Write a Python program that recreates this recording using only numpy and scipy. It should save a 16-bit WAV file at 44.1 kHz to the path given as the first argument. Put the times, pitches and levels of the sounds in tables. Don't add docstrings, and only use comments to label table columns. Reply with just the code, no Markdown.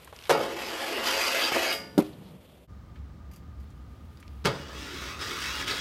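import sys
import numpy as np
from scipy import signal
from scipy.fft import rfft, irfft, next_fast_len
from scipy.io import wavfile
from scipy.ndimage import map_coordinates

SR = 44100
rng = np.random.default_rng(int(sys.argv[2]) if len(sys.argv) > 2 else 0)


def dump_mix(stems):
    frames = np.atleast_2d(stems).T
    limited = np.clip(frames, -1, 1)
    pcm = np.round(limited * 32767).astype(np.int16)
    wavfile.write(sys.argv[1], SR, pcm)


N = 256132
TIME = np.arange(N) / SR
CUT_S, SECOND_PASS_DELAY_S = 2.672, 4.153
TOUCH_S, LIFT_OFF_S, SLIP_OFF_S, LAST_TOUCH_S = .3, 1.681, 1.72, 1.725

# f/Hz, relative level/dB
NEAR_RASP = [(110, -31), (190, -5.5), (350, 5), (560, 3.5), (950, -5), (1500, -4), (2300, -4), (3100, -4.5),
             (3800, -13.5), (5000, -9.5), (6500, -14), (9500, -19), (12500, -17.5), (14000, -17)]
FAR_RASP = [(110, -7), (330, 4.5), (500, -3), (750, -10.5), (1050, -4.5), (1280, 1.5), (1750, 1),
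            (2200, -4), (3500, -6.5), (4300, -14), (4750, -10.5), (5200, -9), (6800, -17), (9300, -22.5),
            (10600, -27), (14000, -25.5)]
# lower f/Hz, upper f/Hz
FRICTION_BANDS = [(110, 900), (900, 3500), (3500, 16000)]
def friction(gains, rasp, slips_per_s, grain_db, chatter_db, glide_db):
    sizes = from_db(grain_db * np.minimum(rng.exponential(1, N), 4)) * rng.standard_normal(N)
    slips = sizes * (rng.random(N) < slips_per_s / SR)
    slips = moving_contact(slips, glide_db)
    load = rms_one(from_db(chatter_db * drift(170)))
    return load * sum(gain * colour(slips, rasp, band) for gain, band in zip(gains, FRICTION_BANDS))


# t/s, relative level/dB
NEAR_PRESSURE = [(0.46, -37.5), (0.5, -40.5), (0.666, -34.5), (0.93, -31.5), (1.026, -34.5), (1.06, -25),
                 (1.27, -24.5), (1.33, -25.5), (1.42, -25), (1.472, -26), (1.492, -30), (1.512, -33.5),
                 (1.53, -25), (1.67, -27), (1.7, -28.5)]
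FAR_PRESSURE = [(4.62, -49), (4.648, -52.5), (4.794, -45), (5.092, -41), (5.182, -47), (5.218, -38),
                (5.32, -36), (5.4, -37.5), (5.428, -33.5), (5.49, -35.5), (5.622, -35), (5.66, -43),
                (5.68, -31.5), (5.8, -35.5)]
# t/s, relative lift/dB, Gaussian width/s
JOLTS = [(0.407, 9, 0.051), (1.564, 15, 0.0099)]
def grind_gains(pressure, full_db, band_db, jolt_share, delay_s=0):
    t = np.clip(TIME - delay_s, 0, CUT_S)
    pressure_db = np.interp(TIME, *np.transpose(pressure)) - full_db
    distance_db = -.5 * (t - 1)
    release_db = -60 * np.clip((t - SLIP_OFF_S) / 0.12, 0, 2)
    contact = (t > TOUCH_S) * from_db(distance_db + release_db)
    judder, scrape, hiss = [contact * from_db(db + share * pressure_db)
                            for db, share in zip(band_db, (0.091, 0.89, 0.94))]
    jolt_db = sum(db * gaussian(s, width_s) for s, db, width_s in JOLTS)
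    return judder * from_db(jolt_share * jolt_db), scrape, hiss


# t/s, shift/semitones
GLIDE = [(.6, 1.8), (.82, -0.78), (1.0, 0.41), (1.28, -0.96), (1.48, 0.75), (1.7, 0.24)]
def moving_contact(x, glide_db, swell_db=2.5):
    hz, s, spectra = signal.stft(x, SR, nperseg=1024, noverlap=768)
    hz, s = np.meshgrid(hz, s, indexing="ij")
    pass_s = np.where(s < CUT_S, s, s - SECOND_PASS_DELAY_S)
    stretch = 2 ** (np.interp(pass_s, *np.transpose(GLIDE)) / 12)
    chance = rng.standard_normal((2, 400, 400))
    swelling = map_coordinates(chance[0], [hz / 168.7, s * 18], mode="wrap")
    gliding = map_coordinates(chance[1], [hz / stretch / 170, s * 8], mode="wrap")
    middle = np.exp(-((hz - 2620) / 1600) ** 2)
    gain = from_db(swell_db * swelling + glide_db * gliding * middle)
    return signal.istft(spectra * rms_one(gain), SR, nperseg=1024, noverlap=768)[1][:N]


# f/Hz, gain at resonance/dB, T60/s
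RAIL_MODES = [(147, 9, 0.34), (216.7, 12, 1.3), (266, 18, 1.8), (319.2, 22, 1.64), (433, 15.5, 1.12),
              (522, 15.5, 1.14), (555, 13.5, 0.57), (651, 12.5, 0.34), (705, 8, 0.69), (833, 10, 0.45),
              (895, 16.5, 1.2), (1196, 6, 0.51), (1286, 8, 0.55), (1363, 7.5, 0.31), (1463, 13, 1.04),
              (1645, 7, 0.42), (1760, 11.5, 1.2), (1886, 10.5, 0.4), (2090, 8.5, 0.41), (2193.5, 11, 0.44),
              (2250, 10, 0.31), (2466, 0, 0.32), (2682, 4, 0.092), (2804, 15, 0.5), (3130, 4, 0.43),
              (3280, 6.5, 0.15), (3686, 4, 0.17), (3770, 10, 0.12), (4710, 10.5, 0.18), (4810, 17, 0.49),
              (4865, 15, 0.47), (5130, 10, 0.27), (5685, 8, .9)]
# f/Hz, width/Hz, lift/dB
WALL_CLUSTERS = [(4790, 320, 11), (5030, 280, 11), (13200, 1100, 4)]
def pipe_response(overtone_db, scatter_db, count):
    strong = sum(resonator(hz, from_db(db), t60) * (-1) ** k
                 for k, (hz, db, t60) in enumerate(RAIL_MODES))
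    hz = 300 + 14000 * ((np.arange(count) + rng.random(count)) / count) ** 1.3
    lift_db = sum(db * np.exp(-(2 * (hz - centre) / width) ** 2) for centre, width, db in WALL_CLUSTERS)
    gains = from_db(overtone_db + lift_db + scatter_db * rng.standard_normal(count))
    gains *= rng.choice([-1, 1], count)
    return strong + sum(resonator(f, gain, t60=0.62 / (1 + f / 7000)) for f, gain in zip(hz, gains))


def ringing_rail(force, loaded_pipe, free_pipe):
    lifted = np.clip((TIME - LIFT_OFF_S) / 0.033 + 1, 0, 1)
    flick = from_db(5.5) * signal.unit_impulse(N, int(LAST_TOUCH_S * SR))
    damped = from_db(-3.5) * through((1 - lifted) * force, loaded_pipe)
    return damped + through(low_cut(from_db(-1) * lifted * force + flick, hz=238), free_pipe)


# t/s, level/dB, f/Hz, band/Hz, Gaussian width/s
SQUEALS = [(0.663, -42.5, 5120, 383, 0.015), (0.955, -35, 2880, 380, 0.023),
           (1.068, -31, 4900, 380, 0.0077), (1.185, -38, 4810, 170, 0.032),
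           (1.267, -34.5, 4800, 250, 0.015), (1.445, -32, 4740, 200, 0.018),
           (1.692, -37.5, 4950, 380, 0.025), (1.69, -34, 2240, 198, 0.029), (1.72, -38, 2860, 120, 0.019),
           (1.145, -34, 2900, 150, 0.0099), (1.44, -32.5, 3400, 900, 0.036),
           (5.219, -36, 5070, 250, 0.0079), (5.696, -35, 3520, 800, 0.014), (5.713, -30, 4530, 710, 0.0055)]
SCUFFS = [(2.012, -44.5, 2270, 500, 0.011), (2.06, -58, 3900, 1800, .014), (2.135, -60, 3600, 1400, .009),
          (2.275, -64, 3700, 1500, 0.027), (2.49, -70, 3350, 399.5, 0.063)]
def skids(rows):
    return sum(from_db(db) * gaussian(s, width_s) * noise_band(hz, band_hz)
               for s, db, hz, band_hz, width_s in rows)


# t/s, level/dB, treble T60/s, drive to the pipe/dB, treble gain/dB
NEAR_KNOCKS = [(.2945, -18, 0.057, -12, 4), (.3003, -18, 0.047, -8, 3.5), (.3065, -18.5, 0.045, -14, 4),
               (.3125, -19, 0.048, 1, -1), (.3225, -32, 0.1, 15.5, 8.5), (.351, -22, 0.095, 0, -13),
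               (.435, -29.5, 0.042, -3, 3.5), (1.521, -23, 0.041, -15, -4), (1.561, -20, 0.068, -8, -13)]
FAR_KNOCKS = [(4.443, -44, 0.23, 13, 3), (4.449, -24.5, 0.11, 2, -4.5), (4.4555, -18, 0.062, -4, -.5),
              (4.467, -30.5, 0.19, 6.5, -3), (5.212, -40.5, 0.077, 12, 8.5), (5.710, -30.5, 0.12, 8, -11)]
# f/Hz, relative level/dB
NEAR_CLACK = [(60, -18), (150, -16), (300, -3.5), (480, 11), (750, 3.5), (1200, 0), (2200, -10.5),
              (3500, -13.5), (5000, -13), (7000, -20.5), (14000, -26)]
FAR_CLACK = [(60, -10), (110, 2), (145, 4), (220, 0), (330, 1.5), (460, 1.5), (640, -7), (850, -7),
             (1300, 2.5), (2200, -8), (4800, -8), (7000, -17.5), (15000, -32)]
def knocks(rows, clack, pipe, bass_hold, drive_band_hz):
    noise = colour(rng.standard_normal(N), clack)
    bass = signal.sosfiltfilt(signal.butter(2, 1300, fs=SR, output="sos"), noise)
    direct, force = np.zeros(N), np.zeros(N)
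    for s, db, t60, drive_db, treble_db in rows:
        treble = from_db(treble_db) * (noise - bass) * decay(s, t60)
        blow = from_db(db) * (treble + bass * decay(s, t60 * bass_hold))
        direct += blow
        force += from_db(drive_db) * blow
    low_hz, high_hz = drive_band_hz
    return direct + through(high_cut(low_cut(force, low_hz), high_hz), pipe)


# t/s, level/dB, T60/s
POST_BOOMS = [(.305, -41, 0.79), (1.52, -48, 0.29), (4.468, -26, .2)]
def post_booms(hz, waver, swell_s):
    pitch_hz = hz * (1 + waver * drift(60))
    tone = np.sqrt(2) * np.sin(2 * np.pi * np.cumsum(pitch_hz) / SR)
    return tone * sum(from_db(db) * np.clip((TIME - s) / swell_s, 0, 1) * decay(s, t60)
                      for s, db, t60 in POST_BOOMS)


# t/s, thud level/dB, crack level/dB
LANDING = [(1.978, -5, -18), (1.9882, -0.5, -26.5), (2.0000, -22, -32), (2.0204, -28, -36)]
# f/Hz, level/dB, T60/s
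THUD_MODES = [(201, -27, 0.067), (228, -10, 0.072), (313, -2, 0.042), (393, -18, 0.13), (540, -18, 0.09),
              (716, -35, 0.2), (1010, -26, 0.017)]
# f/Hz, relative level/dB
CRACK = [(150, 9.5), (600, 4), (1200, 2), (1800, -15), (2400, -16), (3600, -7.5), (6000, -18.5),
         (8000, -18), (14000, -16)]
def landing(crack_t60, crack_lag_s, contact_hz):
    impulses, crack = np.zeros(N), np.zeros(N)
    for s, thud_db, crack_db in LANDING:
        impulses[int(s * SR)] = from_db(thud_db)
        crack += from_db(crack_db) * decay(s + crack_lag_s, crack_t60)
    crack *= colour(rng.standard_normal(N), CRACK)
    boot = -sum(from_db(db) * decay(0, t60) * np.sin(2 * np.pi * hz * TIME) for hz, db, t60 in THUD_MODES)
    thud = low_cut(through(impulses, boot), hz=131)
    thud = signal.sosfilt(signal.butter(2, contact_hz, fs=SR, output="sos"), thud)
    return low_cut(saturate(thud + crack, top=0.43), hz=75)


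# t/s, rumble level/dB, whirr level/dB
SPIN_IN_AIR = [(0, -57, -56.5), (.15, -85, -55.5), (.28, -62, -50)]
SPIN_OFF_RAIL = [(1.78, -51, -57), (1.96, -49, -59.5)]
ROLL_AWAY = [(2.05, -56, -52.5), (2.14, -46, -60), (2.2, -46, -62), (2.28, -48.5, -60), (2.394, -50.5, -66),
             (2.416, -61, -62.5), (2.64, -60, -65)]
RUN_UP = [(3.6, -77, -72), (3.9, -72, -72.5), (4.15, -85, -68), (4.44, -72, -66.5)]
def wheels(rows, flutter_db):
    s, *columns = np.transpose(rows)
    fade = np.maximum(s[0] - TIME, 0) / 0.19 + np.maximum(TIME - s[-1], 0) / 0.35
    rumble, whirr = [from_db(np.interp(TIME, s, db) - 60 * np.minimum(fade, 2)) for db in columns]
    tread = rng.standard_normal(N) * from_db(flutter_db * drift(90))
    return rumble * wheel_band(tread, (90, 1200)) + whirr * wheel_band(tread, (1200, 15000))


# f/Hz, relative level/dB
WHEEL_SPECTRUM = [(90, 5), (180, 10.5), (300, -1), (800, -14), (1600, -30.5), (3200, -28), (5800, -41),
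                  (14000, -38.5)]
def wheel_band(tread, band_hz):
    return colour(tread, WHEEL_SPECTRUM, band_hz)


# t/s, level/dB, f/Hz, T60/s
TICKS = [(0.046, -44, 11000, 0.026), (0.075, -41, 990, 0.04), (0.127, -38, 690, 0.044),
         (0.163, -38, 3430, 0.0098), (0.189, -37, 2700, 0.011), (2.957, -56.5, 1900, 0.15),
         (3.361, -54, 8000, 0.033), (3.703, -63, 5500, 0.046), (4.172, -48.5, 3000, 0.016),
         (4.201, -58, 7000, 0.06), (4.227, -45.5, 1900, 0.028), (4.279, -45, 3170, 0.014)]
def ticks(relative_width):
    return sum(from_db(db) * decay(s, t60) * noise_band(hz, relative_width * hz)
               for s, db, hz, t60 in TICKS)


def axle_rattle(start_s, end_s, per_s, level_db, spread_db, hz, width_hz, t60):
    slots = np.arange(start_s, end_s, 1 / per_s)
    noise = noise_band(hz, width_hz)
    chance = rng.uniform(-0.79, 1, (len(slots), 2))
    return noise * sum(from_db(level_db + spread_db * size) * decay(s + late / per_s / 2, t60)
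                       for s, (late, size) in zip(slots, chance))


# f/Hz, width/Hz, level/dB
GATE_MODES = [(2380, 1600, -1), (4760, 350, -3), (6500, 2000, -4), (9600, 1500, -7), (13050, 1000, -2.5)]
# t/s, level/dB
CLINKS = [(3.313, -61), (3.335, -61.5), (3.361, -63.5), (3.6, -70), (4.2, -67)]
def wire_gate(t60):
    wire = sum(from_db(db) * noise_band(hz, width) for hz, width, db in GATE_MODES)
    return wire * sum(from_db(db) * decay(s, t60) for s, db in CLINKS)


def stairs_echo(x, wet_db, t60, dull_hz):
    tail = high_cut(rng.standard_normal(N), dull_hz) * decay(0.0094, t60)
    return x + from_db(wet_db) * through(x, tail / np.sqrt(np.sum(tail ** 2)))


# f/Hz, relative level/dB
NEAR_AIR = [(25, -17), (45, -4), (68, 9.5), (110, -1.5), (250, -7), (600, -4.5), (2000, -66), (14000, -29)]
FAR_AIR = [(15, -46), (25, -31), (53, -5.5), (72, -2), (221, -14.5), (331, -22), (378, -25.5), (703, -31),
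           (1240, -32.5), (2230, -40.5), (2630, -45), (3000, -43.5), (4870, -47), (11200, -59.5),
           (15500, -55)]
def open_air(spectrum, level_db):
    return from_db(level_db) * colour(rng.standard_normal(N), spectrum)


# f/Hz, width/Hz, level/dB
DRONE = [(66.1, 8.6, -48), (1224, 54, -67.5)]
def distant_drone():
    return sum(from_db(db) * noise_band(hz, width) for hz, width, db in DRONE)


def from_db(db):
    return 10 ** (np.asarray(db) / 20)


def rms_one(x):
    return x / np.sqrt(np.mean(x ** 2) + 1e-20)


def colour(x, spectrum, band=(8, 20000)):
    size = next_fast_len(N)
    hz = np.maximum(np.fft.rfftfreq(size, 1 / SR), 1)
    knots_hz, db = np.transpose(spectrum)
    gain = from_db(np.interp(np.log(hz), np.log(knots_hz), db))
    edges = ((1 + (band[0] / hz) ** 8) * (1 + (hz / band[1]) ** 8)) ** -.5
    return rms_one(irfft(rfft(x, size) * gain * edges, size)[:N])


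def noise_band(hz, width_hz):
    low = np.hypot(hz, width_hz / 2) - width_hz / 2
    band = signal.butter(2, [low, min(low + width_hz, SR * .45)], "band", fs=SR, output="sos")
    return rms_one(signal.sosfilt(band, rng.standard_normal(N)))


def drift(per_s):
    return rms_one(np.interp(TIME * per_s, np.arange(N // 20), rng.standard_normal(N // 20)))


def gaussian(centre_s, width_s):
    return np.exp(-.5 * ((TIME - centre_s) / width_s) ** 2)


def decay(start_s, t60):
    envelope = np.zeros(N)
    tail = envelope[int(start_s * SR):int((start_s + 2 * t60) * SR)]
    tail[:] = from_db(-60 * TIME[:len(tail)] / t60)
    return envelope


def resonator(hz, gain, t60):
    radius, angle = np.exp(-np.log(1000) / (t60 * SR)), 2 * np.pi * hz / SR
    drive = 2 * gain * (1 - radius) * np.sin(angle)
    feedback = [1, -2 * radius * np.cos(angle), radius ** 2]
    return signal.lfilter([0, drive], feedback, signal.unit_impulse(SR))


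def through(x, response):
    return signal.fftconvolve(x, response[:SR])[:N]


def low_cut(x, hz):
    return signal.sosfilt(signal.butter(2, hz, "high", fs=SR, output="sos"), x)


def high_cut(x, hz):
    return signal.lfilter(*signal.butter(1, hz, fs=SR), x)


def saturate(x, top):
    return top * np.tanh(x / top)


def scene():
    free_pipe = pipe_response(overtone_db=-6.5, scatter_db=3, count=420)
    loaded_pipe = free_pipe * decay(0, t60=.55)[:SR]
    squeals = skids(SQUEALS)
    booms = post_booms(hz=144, waver=0.097, swell_s=0.013)
    clicks = ticks(relative_width=1.03)
    clicks += axle_rattle(0.212, .28, per_s=125, level_db=-42, spread_db=2.5,
                          hz=3070, width_hz=2200, t60=0.013)

    gains = grind_gains(NEAR_PRESSURE, full_db=-24, band_db=(-37.5, -27.5, -32.5), jolt_share=0.86)
    force = friction(gains, NEAR_RASP, slips_per_s=16000, grain_db=1.5, chatter_db=1.14, glide_db=2)
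    force += squeals
    near = from_db(-2) * force + ringing_rail(force, loaded_pipe, free_pipe)
    blows = knocks(NEAR_KNOCKS, NEAR_CLACK, loaded_pipe, bass_hold=1.13, drive_band_hz=(270, 2600))
    near += saturate(low_cut(blows, hz=80), top=0.38)
    near += landing(crack_t60=0.051, crack_lag_s=0.00177, contact_hz=1090)
    near = stairs_echo(near + booms + skids(SCUFFS), wet_db=-24.5, t60=0.35, dull_hz=2040)
    near += sum(wheels(rows, flutter_db=1.3) for rows in (SPIN_IN_AIR, SPIN_OFF_RAIL, ROLL_AWAY))
    near += clicks + open_air(NEAR_AIR, level_db=-55.5)
    near = signal.sosfilt(signal.ellip(10, .2, 70, 14100, fs=SR, output="sos"), near)

    gains = grind_gains(FAR_PRESSURE, full_db=-35, band_db=(-44.5, -36.5, -37), jolt_share=0.75,
                        delay_s=SECOND_PASS_DELAY_S)
    force = friction(gains, FAR_RASP, slips_per_s=12000, grain_db=0.5, chatter_db=0.5, glide_db=1)
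    force += squeals
    damped_pipe = loaded_pipe * decay(0, t60=0.48)[:SR]
    far = from_db(-2.5) * force + from_db(-3) * through(low_cut(force, hz=463), damped_pipe)
    blows = knocks(FAR_KNOCKS, FAR_CLACK, loaded_pipe, bass_hold=1.26, drive_band_hz=(620, 1580))
    far += saturate(low_cut(blows, hz=59.3), top=0.4)
    far = stairs_echo(far + booms + wire_gate(t60=0.12), wet_db=-16.5, t60=0.63, dull_hz=2480)
    far += wheels(RUN_UP, flutter_db=1.5)
    far += clicks + from_db(-8) * through(clicks, free_pipe)
    far += open_air(FAR_AIR, level_db=-46.5) + distant_drone()

    dip = np.clip(np.abs(TIME - CUT_S) / 0.027, 0, 1)
    return (dip * np.where(TIME < CUT_S, near, far))[None]


def record(dry):
    return signal.sosfilt(signal.ellip(12, .1, 90, 15800, fs=SR, output="sos"), dry)


dry = scene()
out = record(dry)
dump_mix(out)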